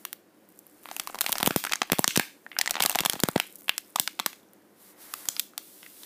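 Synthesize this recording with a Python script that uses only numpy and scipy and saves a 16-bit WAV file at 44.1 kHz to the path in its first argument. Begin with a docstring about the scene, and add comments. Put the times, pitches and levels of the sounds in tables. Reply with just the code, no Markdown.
"""Squeezing a foam toy in its packet

Fingers press a foam toy in its plastic packet on a cloth-covered table, let it swell back, then slide
the packet away. Creases in the film flip with sharp snaps among finer crackle, and broad panels pop
through with a soft thump. The film ticks as it peels from the foam, and the packet hisses over the
cloth. A small room echoes, and the loudest snaps overload the nearby microphone."""
import sys
import numpy as np
from scipy import signal
from scipy.fft import rfft, irfft
from scipy.io import wavfile
from scipy.ndimage import uniform_filter1d

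SR = 44100
rng = np.random.default_rng(int(sys.argv[2]) if len(sys.argv) > 2 else 0)


def dump_mix(stems):
    """Bounce the given channels to the path in sys.argv[1] as a 16-bit WAV at rate SR."""
    frames = np.atleast_2d(stems).T  # one column per channel
    limited = np.clip(frames, -1, 1)  # hard clip at full scale
    pcm = np.round(limited * 32767).astype(np.int16)
    wavfile.write(sys.argv[1], SR, pcm)


N = 266805
TOP_HZ = 15450  # upper edge of the treble


def crease_snaps(crack_s=0.00024, rattle_s=0.0018, linger=0.04, linger_s=0.0057,
                 creak=0.21, creak_s=0.00022, ring_width=0.16, damping_hz=60, ripple_db=3, blur=0.43):
    """A crease creaks, cracks and leaves the film rattling. Returns the near sound and the room feed."""
    # One crease flipping: (time [s], level over 4 ms [dB], ring pitch [Hz], ring boost [dB], body [dB],
    # edge [dB], sheen [dB], share of the energy in the first crack [0-1], feed to the room [dB])
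    flips = [(0.0518, -25.5, 1180, 14, -10, -6, -0.5, 0.95, -16.5),
             (0.1299, -27, 1520, 7.2, -9, -5, 3.5, 0.87, -21), (0.489, -50, 1260, 3, 14, 3, 19, 0.45, -13),
             (0.5906, -40.5, 2720, 16, 18, 28, 34, 0.75, -20), (0.667, -43, 2870, 9, 16, 1, 26, 0.7, -13),
             (0.857, -37, 3710, 11, 9.5, -23, -8.5, 0.5, -8),
             (0.8884, -38, 3900, 13, 10, -17, -10, 0.49, -9),
             (0.9136, -32, 720, 12, 3.5, -4, -11, 0.25, -19), (0.9424, -48.8, 970, 4, 3, -2, 7, 0.53, -13),
             (0.9654, -27, 2690, 20, 13.5, 11, 15, 0.53, -13),
             (0.9977, -22.5, 725, 6.6, -4.5, -1.5, -5.5, 0.23, -19.5),
             (1.0737, -27.5, 1050, 15, -2, -4, -3, 1, -16),
             (1.0979, -36, 2870, 15, 26, -1.5, 0.5, 0.33, -20),
             (1.146, -31, 5600, 8, 16.5, -9.5, -4, 0.51, -34),
             (1.1557, -34.5, 3880, 10, 20, -1, -0.5, 0.41, -15),
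             (1.18, -44.5, 1190, 4.4, 20, -14, -12, 0.45, -15.5),
             (1.1875, -31.5, 790, 9, -7, -7, -11, 0.48, -23.5),
             (1.2096, -13.5, 1480, 10.5, -10.5, -1, 5.5, 0.88, -16),
             (1.2149, -20, 3600, 19.3, 13.5, 11, 12.5, 1, -15.5),
             (1.2424, -32, 3520, 14, 18, 3.5, 5.5, 0.45, -16.5),
             (1.2637, -21, 710, 16.3, -13.5, -11.5, -14, 0.81, -14.5),
             (1.2866, -34, 1140, 20, -21, -9, -16, 0.45, -17.5),
             (1.2931, -24.5, 3020, 12, 28.5, 14, 17, 0.39, -20),
             (1.3206, -21, 3520, 13, -4, 8, 21, 1, -18.5), (1.327, -16, 3280, 8.6, 0.5, 1.5, 4, 0.86, -32),
             (1.3548, -27, 5320, 8, 10.5, -5.5, -12, 0.32, -15),
             (1.3832, -24, 1320, 12, -8, 2, -1, 0.97, -17),
             (1.4025, -28.5, 3340, 12, 9, -8, -5.5, 0.51, -22),
             (1.4083, -27, 910, 10, 12, -2.5, 3.5, 0.37, -6),
             (1.4295, -15, 3270, 12, 10.5, -2, 0.5, 0.64, -22),
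             (1.4541, -31, 2720, 12, 14, -1, 14, 0.72, -19),
             (1.4616, -16.5, 3020, 9.5, -1, -1, 4.5, 0.7, -27.5),
             (1.4709, -22, 2720, 7, -11, 0, 2, 0.21, -22.5),
             (1.4747, -15.5, 3250, 15, 16, 11.5, 15, 0.79, -12.5),
             (1.508, -24, 5570, 7.6, 8, -17, -12.5, 0.22, -11),
             (1.5614, -17.6, 716, 6, -24, 0.5, 4, 0.54, -6), (1.6398, -25, 1800, 5.3, 5, 0, -2, 0.83, -31),
             (1.6503, -24, 1640, 9, 3, -6, -4, 0.38, -20), (1.6658, -31, 2330, 5.8, 7, -3, -12, 0.45, -15),
             (1.6697, -28, 1640, 14, -8, -22, -14, 0.47, -19),
             (1.695, -33.5, 1630, 17, -8, 1, -17, 0.72, -9), (1.7158, -32, 2580, 12, 18, 3, -4, 0.83, -6),
             (1.7215, -21.5, 1400, 6.8, -11, -9, -15, 0.62, -27),
             (1.7343, -18, 1800, 12, -4, -3.5, -13.5, 0.45, -20.5),
             (1.7569, -27.0, 1700, 12, 8, 17, 1.5, 0.92, -18.5),
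             (1.8177, -16.7, 1680, 3, 2.5, -6, -25, 0.5, -22),
             (1.8314, -32.5, 750, 10, 2, -6, -12.5, 0.53, -13.5),
             (1.8999, -29, 1900, 3, 8, -13.5, -23, 0.57, -28),
             (1.9197, -13.5, 5430, 5.7, 2, -10, -2, 0.84, -14.5),
             (1.9314, -23.5, 750, 4.8, 3, -6, -4.5, 0.57, -17.5),
             (1.9858, -26, 3520, 13, 16.5, 12, 8, 0.59, -17.5),
             (1.9927, -14.5, 2740, 13, 21, 13, 18, 1, -16.5),
             (2.0431, -15.0, 1600, 10.4, 8.5, 10, -3.5, 0.77, -22.5),
             (2.0785, -15, 3160, 13.6, 0, 9.5, 3, 1, -10),
             (2.1072, -27.5, 1700, 12, -25, -12, -26, 0.37, -11),
             (2.1586, -23, 1310, 11, -20, -15, -20, 0.46, -14.5),
             (2.1627, -17.5, 1630, 5.4, 4, 5.5, -0.5, 0.88, -23),
             (2.1746, -13, 3000, 9.9, 7, 5, 3, 0.9, -20),
             (2.1967, -16.5, 2000, 6.9, 3, -7, -4.5, 0.63, -10),
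             (2.4647, -35.9, 1790, 19.6, 12.5, -18, -18, 0.8, -21),
             (2.5161, -37.5, 5600, 12, -17.5, -46, -33, 0.42, -15.5),
             (2.5292, -44, 2210, 12, -3, -23, -18, 0.44, -10),
             (2.566, -29.2, 1510, 15, -6, -40, -37, 0.35, -17),
             (2.5881, -16.0, 5440, 10, -1, -1, -1.5, 0.58, -20.5),
             (2.598, -34, 750, 13, -3.5, -20, -25, 0.31, -5.5),
             (2.6128, -16, 1860, 8.9, -8.5, -0.5, -8.5, 0.23, -23),
             (2.6601, -27.5, 1800, 12, 5, 9, -7, 0.79, -21.5),
             (2.6756, -20.5, 2020, 12, -1.5, -1.5, -13, 0.22, -25),
             (2.6914, -39.0, 1800, 8.3, 27, -1, 4, 0.45, -15),
             (2.6961, -31.5, 3180, 18, 11, 6, 7, 0.98, -23),
             (2.709, -18, 710, 17.4, -6, 7, 1.5, 0.92, -21.5),
             (2.7426, -32.5, 1120, 4.6, -2, -5.5, -23.5, 0.56, -18.5),
             (2.7551, -25.5, 3900, 3, 6, -7, -26, 0.8, -17),
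             (2.7668, -28, 3700, 11, 7, -15.5, -28, 0.73, -18),
             (2.7704, -35, 3710, 6, 15, -17, -24.5, 0.41, -13),
             (2.7802, -33.5, 830, 11, 5, -14, -33, 0.68, -18.5),
             (2.79, -39, 2870, 14, 10, -12, -21, 0.67, -6), (2.8, -30.5, 2050, 11, 11, 5.5, -2, 0.61, -4.5),
             (2.8042, -17.5, 3520, 14.6, 12, -3, -5, 0.24, -18),
             (2.823, -15.5, 920, 11, -18, -2.5, -3, 0.47, -24),
             (2.8315, -24, 2780, 11, -1, -8, 2, 0.49, -14.5), (2.8367, -17, 2870, 6.2, 5, 1, 3, 0.63, -11),
             (2.8512, -23.5, 3340, 10, 15, -3.5, 4, 0.5, -16),
             (2.8609, -12.5, 4160, 5, 4, 5.5, 4, 0.9, -30), (2.8966, -17, 2530, 19, 16, 15, 17, 0.78, -18),
             (2.907, -29, 4330, 6.7, 12, 2.5, -1, 0.26, -10), (2.9161, -27, 3340, 13, 8, 4, 8, 0.74, -18.5),
             (2.9265, -32.8, 3710, 11, 14, 5, 2.5, 0.45, -16),
             (2.9498, -24.5, 3220, 13, 11, 2, -10, 0.29, -18),
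             (2.9564, -17, 750, 10.3, 3, -3, -3, 0.6, -21),
             (2.9879, -18, 746, 11, -15, -15.5, -15, 0.26, -18.5),
             (2.9964, -27.5, 3500, 23, 19, 2, -4, 0.61, -21),
             (3.006, -19.5, 750, 5.7, -6.5, -2.5, -4.5, 0.56, -20),
             (3.0355, -31, 3180, 17, 19, 3, -11, 0.74, -9),
             (3.0509, -19.5, 1470, 4, 7.5, 4, 0.5, 0.4, -16.5),
             (3.0596, -15.5, 3400, 9.8, 7, -1, 2, 0.32, -28),
             (3.0981, -12.5, 3180, 10.3, -2, 6.5, 6.5, 0.9, -20),
             (3.1243, -32.4, 1630, 4.9, -3, 1, -4, 0.41, -7.5), (3.1335, -25, 3520, 5, 9, 5, 2, 0.82, -18),
             (3.155, -34, 746, 13, -5, -15, -11, 0.5, -17),
             (3.1942, -37.1, 3340, 14, 13, -6, -15, 0.35, -22),
             (3.2018, -24.5, 4330, 10.6, 6, 2, 7, 0.92, -32),
             (3.2358, -14.5, 3240, 17, 19.5, 14, 9.5, 0.7, -21.5),
             (3.256, -38.9, 2870, 13, 14, 2, -1, 0.45, -15),
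             (3.287, -21, 4110, 8, 13, -4.5, 3.5, 0.72, -26.5),
             (3.358, -29, 4330, 3, 13, -14, -19, 0.58, -15),
             (3.3612, -21.5, 4560, 2.2, 14.5, -5, -8, 0.48, -21.5),
             (3.3782, -29.5, 1630, 5, 5, -2.5, -9, 0.71, -26),
             (3.3999, -17, 3000, 8.7, 1, -7.5, -6, 0.77, -16), (3.557, -35, 755, 3, -1, 5.5, 21, 0.66, -16),
             (3.5848, -47.5, 2580, 7, 5, 5, 22, 0.73, -8), (3.62, -48.5, 2580, 10, 21, 8, 15, 0.92, -17),
             (3.6442, -45.5, 1260, 3, 3, -1, 15, 0.82, -13.5),
             (3.6823, -30.2, 3280, 5.6, -2, -21.5, -14.5, 0.5, -3),
             (3.6935, -14.5, 3020, 10, -7.5, -15.5, -11.5, 0.88, -30),
             (3.7804, -21.5, 1380, 13.4, -11.5, 3.5, 0, 0.75, -23.5),
             (3.9582, -25, 3470, 19.4, 23, 13, 6, 0.35, -15),
             (3.9598, -19.0, 1140, 15, 6.5, 2.5, 1, 0.41, -19.5),
             (3.9865, -33.5, 750, 5, 3, -13, -21, 0.57, -12.5),
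             (3.9981, -10, 3500, 9.5, -1, 9.5, 11, 0.94, -17.5),
             (4.0761, -21.5, 1300, 9.1, -10, -6.5, -16, 0.82, -21.5),
             (4.1925, -29, 800, 17, -7, -14, -17, 0.68, -14),
             (4.1984, -20.5, 3740, 16, 14.5, 1.5, -1, 0.18, -18),
             (4.2621, -16, 3300, 6.2, 10, 3, 2.5, 0.65, -17.5),
             (4.3306, -41.1, 2100, 4, -2, -11, -12, 0.46, -21),
             (4.534, -48.5, 2720, 13, 10, 6, 20, 0.45, -13),
             (5.1383, -25, 1170, 15.3, -7, -3, 0, 0.74, -17), (5.2554, -35.5, 1900, 4, 11, 2, 9, 0.53, -9),
             (5.2873, -17.5, 3200, 11.3, 8, 19.5, 13, 0.76, -14),
             (5.3658, -32.0, 5000, 14, -1, -10.5, -12, 0.57, -14),
             (5.396, -17.5, 3450, 15.4, -7, 10, 11.5, 0.83, -18),
             (5.3984, -22, 3740, 10, -9, -2, 3, 0.18, -25),
             (5.5354, -51.6, 1320, 11, 11, -12, -8, 0.54, -6),
             (5.5789, -25, 3560, 10, 4.5, 6.5, 6, 0.25, -15.5),
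             (5.8304, -43.5, 1080, 9, -11, -16, -21, 0.63, -8),
             (5.8631, -42.3, 1800, 18, -15, -13, -14, 0.44, -22),
             (6.0339, -40.5, 3630, 13, 5, 5, -2, 0.63, -7)]
    # Where body, middle (held at 0 dB), edge and sheen lie: (frequency [Hz])
    tone_hz = [1000, 2700, 6500, 12000]
    # How well the film gives off sound: (frequency [Hz], gain [dB])
    film_tone = [(40, -37), (110, -38), (190, -7), (450, -9), (750, 0.5), (15000, 0)]
    size, lead, level_span = 1024, 88, 176  # in samples
    t = (np.arange(size) - lead) / SR
    hz = np.fft.rfftfreq(size, 1 / SR)
    age = abs(t)
    crack = unit((t >= 0) * np.exp(-age / crack_s))
    dying_away = np.exp(-age / rattle_s) + linger * np.exp(-age / linger_s)
    rattle = unit(np.where(t < 0, creak * np.exp(-age / creak_s), dying_away))
    near, far = np.zeros((2, N))
    for s, db, ring_hz, ring_db, body_db, edge_db, sheen_db, share, room_db in flips:
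        share = np.clip(share, 0.05, 0.95)
        envelope = np.sqrt(share * crack ** 2 + (1 - share) * rattle ** 2)
        burst = rfft(rng.standard_normal(size) * envelope)
        # Even out the burst, so that the ringing patch of film sets the tone.
        uneven_db = 10 * np.log10(uniform_filter1d(abs(burst) ** 2, size=25))
        tone_db = at_hz(list(zip(tone_hz, [body_db, 0, edge_db, sheen_db])), hz)
        patch_db = ring_db / (1 + ((hz - ring_hz) / (ring_width * ring_hz + damping_hz)) ** 2)
        colour_db = at_hz(film_tone, hz) + tone_db + patch_db - uneven_db
        # Sound from two parts of the film adds and cancels, rippling each snap's treble differently.
        lag_s, phase = rng.uniform(0.00015, 0.0005), rng.random()
        comb_db = ripple_db * np.minimum(hz / tone_hz[2], 1) * np.cos(2 * np.pi * (hz * lag_s + phase))
        direct = unit(irfft(burst * ringing_filter(colour_db + comb_db)))
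        # The room gathers sound from all directions, which softens the ring.
        scattered = unit(irfft(burst * ringing_filter(colour_db - blur * patch_db)))
        gain = amp(db) * np.sqrt(level_span / size)
        add(near, s + t[0], gain * direct)
        add(far, s + t[0], gain * amp(room_db) * scattered)
    return near, far


def panel_pops(rise_s=0.0001, bass_cut_hz=160, leak_db=-24):
    """A panel pushes the air once; the microphone's bass cut turns most of that into a brief swing."""
    # A broad panel of film popping through: (time [s], strength of the push [dB], fade time [s])
    panels = [(1.295, -23.5, 0.00077), (1.402, -25.5, 0.0011), (1.4298, -12, 0.00088),
              (1.4531, -20, 0.0012), (1.4707, -21, 0.0012), (1.4748, -4, .0012), (1.5076, -9.5, 0.00085),
              (1.562, -4, 0.0017), (1.8171, -16, 0.00057), (1.9202, -5, .0015), (1.9316, -10.5, 0.0014),
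              (1.9923, -5, 0.0012), (2.0792, -15.5, 0.0012), (2.1747, -2.5, .0015), (2.196, -13.5, .001),
              (2.8079, -23, 0.0015), (2.851, -19.5, 0.0013), (2.864, -23.5, .001), (2.9568, -21, .001),
              (3.0049, -21, .003), (3.0109, -19.5, .003), (3.0604, -15, 0.00086), (3.1391, -19, 0.00096),
              (3.162, -23, 0.0012), (3.2362, -1.5, 0.0016), (3.2874, -9.5, 0.0013), (3.361, -1, 0.0011),
              (3.9992, -21, 0.0018), (5.2862, -32, 0.0044)]
    t = np.arange(1024) / SR
    pushes = np.zeros(N)
    for s, db, fade_s in panels:
        add(pushes, s, amp(db) * np.exp(-t / fade_s) * (1 - np.exp(-t / rise_s)))
    bass_cut = signal.butter(4, bass_cut_hz, "high", fs=SR, output="sos")
    return signal.sosfilt(bass_cut, pushes) + amp(leak_db) * pushes


def fine_crackle(per_s=200, spread_db=6, decay_s=0.001, scratch_mix=0.78, level_db=-2,
                 stiffness=0.74, firm_db=-46, clump=0.8, pitches=28):
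    """Many tiny creases flip; a light touch favours the smallest, highest-pitched patches of film."""
    # How hard the fingers work the film: (time [s], strength [dB])
    effort = [(0, -80), (.45, -70), (.52, -64), (.8, -64), (.9, -53), (1.1, -52), (1.25, -44), (1.45, -42),
              (1.55, -52), (1.68, -45), (1.79, -61), (1.88, -56), (2.0, -56), (2.15, -51), (2.25, -78),
              (2.5, -63), (2.64, -43), (2.8, -44.5), (3.0, -47), (3.15, -61), (3.3, -50), (3.55, -60),
              (3.85, -57), (3.95, -74.5), (4.3, -59), (4.5, -63.5), (4.7, -77), (5.1, -61), (5.4, -63),
              (5.55, -82), (6.05, -54)]
    effort_db = curves(effort)[0]
    # One crease sets off its neighbours, so they come in flurries.
    flurry = np.exp(clump * wobble(500))
    strengths = amp(spread_db * np.minimum(rng.exponential(1, N), 2))
    kicks = unit(strengths * (rng.random(N) < flurry * per_s / SR))
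    pitch_index = rng.integers(0, pitches, N)
    t = np.arange(400) / SR
    crackle = np.zeros(N)
    for k, hz in enumerate(np.geomspace(750, 14000, pitches)):
        fade = np.exp(-t / decay_s * np.sqrt(hz / 2000))
        ring = unit(np.sin(2 * np.pi * hz * t) * fade)
        scratch = unit(np.diff(rng.standard_normal(len(t) + 1)) * fade)
        click = unit(ring + scratch_mix * scratch) / np.sqrt(len(t))
        light_touch_db = stiffness * np.minimum(effort_db - firm_db, 0) * (1 - k / pitches)
        crackle += signal.oaconvolve(kicks * (pitch_index == k) * amp(light_touch_db), click)[:N]
    return amp(effort_db + level_db) * crackle


def peeling_ticks(per_s=220, spread_db=6, decay_s=0.0004, low_hz=7500):
    """Tiny spots of film let go of the foam one by one, each with a very short, high tick."""
    # The clinging film coming away: (time [s], level [dB])
    peel_levels = [(0, -69), (.15, -72), (.22, -90), (.45, -95), (.48, -66), (.58, -62), (.63, -70),
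                   (.67, -66), (.72, -69), (.82, -65.5), (.9, -57), (1.15, -55), (1.8, -66), (2.3, -84),
                   (2.5, -71.5), (3.3, -53), (3.55, -57), (3.65, -58.5), (3.75, -60), (3.82, -59),
                   (3.9, -62.5), (4.1, -64), (4.4, -73), (4.65, -90)]
    strengths = amp(spread_db * np.minimum(rng.exponential(1, N), 2.5))
    releases = strengths * (rng.random(N) < per_s / SR)
    fades = signal.lfilter([1], [1, -np.exp(-1 / (decay_s * SR))], releases)
    ticks = fades * rng.standard_normal(N)
    treble_band = signal.butter(2, [low_hz, TOP_HZ], "band", fs=SR)
    return amp(curves(peel_levels)[0]) * unit(signal.lfilter(*treble_band, ticks))


def sliding_packet(grip_db=0.25):
    """Film dragged over cloth hisses, catching unevenly; the weight of the hand adds a lower rub."""
    # The packet moving on the cloth: (time [s], hiss level [dB], rub compared with hiss [dB])
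    slide_levels = [(0, -56.5, -8), (.2, -74, -10), (.45, -69, -12), (.55, -67, -16), (.8, -63, -6),
                    (.95, -49.5, -6.5), (1.15, -66, 2), (1.3, -38.5, -9), (1.5, -67, -20), (1.75, -60, 1),
                    (2.4, -66, -13), (2.7, -61, 0), (3.1, -49.5, 1), (3.55, -68.5, -36), (3.9, -62.5, -6),
                    (4.4, -68.5, -7), (4.6, -70, -3), (4.75, -68, -7), (4.82, -53.5, -12.5),
                    (4.91, -53.5, -9), (4.95, -65.5, -0.5), (5.02, -46, -12), (5.08, -49.5, -7),
                    (5.2, -44, -12.5), (5.3, -49, -9), (5.42, -46.5, -20), (5.5, -65, -16),
                    (5.56, -69, -10), (5.63, -51, -29), (5.8, -51, -16), (5.95, -50.5, -22),
                    (6.05, -47.5, -18)]
    # The bright hiss of the weave: (frequency [Hz], relative level [dB])
    cloth_tone = [(1500, -29), (2800, -9.5), (3600, -7.5), (5200, -7), (6500, -8), (9000, -4), (12000, -1),
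                  (15000, -3)]
    # The lower rub under the hand: (frequency [Hz], relative level [dB])
    rub_tone = [(300, -17), (600, -1), (1200, -0.5), (2100, -2), (2900, -16.5), (6000, -21)]
    hiss_db, weight_db = curves(slide_levels)
    catching_db = grip_db * wobble(300)
    return amp(hiss_db + catching_db) * (hiss(cloth_tone) + amp(weight_db) * hiss(rub_tone))


def room_echo(sound, gap_s=0.01, early_db=-6, density=0.15, tails=3, blend_hz=3.5):
    """Dense echoes, weaker at first. A shifting blend of tails stands for snaps in different places."""
    # The tone of the echoes: (frequency [Hz], relative level [dB])
    echo_tone = [(150, -13.5), (400, -10.5), (1000, -1.5), (2400, 5.5), (4500, 3), (6500, 0), (10000, -2),
                 (15000, 2.5)]
    # How long the room rings: (frequency [Hz], time to fade by 60 dB [s])
    fade_times = [(300, 0.15), (1200, 0.25), (3000, 0.3), (8000, 0.38), (15000, 0.29)]
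    t = np.arange(SR * 3 // 4) / SR
    onset = np.where(t > gap_s, 1, amp(early_db))
    echo = np.zeros(N)
    for k in range(tails):
        bounces = rng.standard_normal(len(t)) * (rng.random(len(t)) < density) * onset
        hz, age, bands = signal.stft(bounces, SR, nperseg=256)
        fade_db = 60 * age / at_hz(fade_times, hz)[:, None]
        tail = signal.istft(bands * amp(at_hz(echo_tone, hz)[:, None] - fade_db), SR, nperseg=256)[1]
        blend = np.cos(2 * np.pi * blend_hz * np.arange(N) / SR + np.pi * k / tails) * np.sqrt(2 / tails)
        echo += signal.oaconvolve(sound * blend, tail / np.linalg.norm(tail))[:N]
    return echo


def still_room(air_db=-60):
    """Soft air noise with a faint hum from the mains electricity."""
    # The air in the room: (frequency [Hz], relative level [dB])
    air_tone = [(18, -85), (30, -62), (86, -35), (194, -4.5), (266, -7.5), (295, 0), (437, -8.5),
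                (569, -8.5), (616, -12.5), (1160, -18.5), (1320, -21.5), (1430, -18.5), (3490, -29),
                (14400, -39), (16000, -46)]
    # The tones of the mains hum: (frequency [Hz], level [dB])
    hum_tones = [(100, -83.5), (200, -76), (300, -73)]
    t = np.arange(N) / SR
    hum = sum(amp(db) * unit(np.sin(2 * np.pi * (hz * t + rng.random()))) for hz, db in hum_tones)
    return amp(air_db) * hiss(air_tone) + hum


def amp(db):
    """Turns decibels into a number to multiply by."""
    return 10 ** (np.asarray(db) / 20)


def unit(x):
    """Scales a signal to an average (rms) size of 1."""
    return x / np.sqrt(np.mean(x ** 2) + 1e-20)


def at_hz(points, hz):
    """Reads between the rows of a frequency table, with octaves evenly spaced."""
    row_hz, values = np.transpose(points)
    return np.interp(np.log(hz + 1), np.log(row_hz), values)


def curves(rows):
    """Draws each column of a time table as a curve with a value at every sample."""
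    times, *columns = np.transpose(rows)
    return [np.interp(np.arange(N) / SR, times, column) for column in columns]


def add(mix, s, sound):
    """Mixes a sound in, starting at s seconds."""
    part = mix[max(round(s * SR), 0):][:len(sound)]
    part += sound[:len(part)]


def wobble(samples):
    """A random wavering: noise smoothed over this many samples."""
    return unit(uniform_filter1d(rng.standard_normal(N), samples))


def hiss(tone):
    """Steady noise shaped by a table of frequencies and levels."""
    gains = amp(at_hz(tone, np.fft.rfftfreq(N, 1 / SR)))
    return unit(irfft(rfft(rng.standard_normal(N)) * gains, N))


def ringing_filter(db):
    """A filter with these gains that rings only after it is struck, never before."""
    log_gain = np.log(amp(np.r_[db, db[-2:0:-1]]))
    return np.exp(np.conj(signal.hilbert(log_gain)))[:len(db)]


def scene(echo_db=1, fine_feed_db=-10, pop_feed_db=-14):
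    """The packet close by, its echoes and the still room, in one channel."""
    snaps, snap_feed = crease_snaps()
    fine = fine_crackle() + peeling_ticks()
    thumps = panel_pops()
    echo = room_echo(snap_feed + amp(fine_feed_db) * fine + amp(pop_feed_db) * thumps)
    return (snaps + fine + thumps + sliding_packet() + amp(echo_db) * echo + still_room())[None]


def record(dry, ceiling=0.96):
    """The overloaded microphone rounds off the tallest peaks; then the highest treble is cut."""
    rounded = dry / (1 + (dry / ceiling) ** 6) ** (1 / 6)
    treble_cut = signal.firwin(401, TOP_HZ, window=("kaiser", 9), fs=SR)
    return signal.oaconvolve(rounded, treble_cut[None], "same")


dry = scene()
out = record(dry)
dump_mix(out)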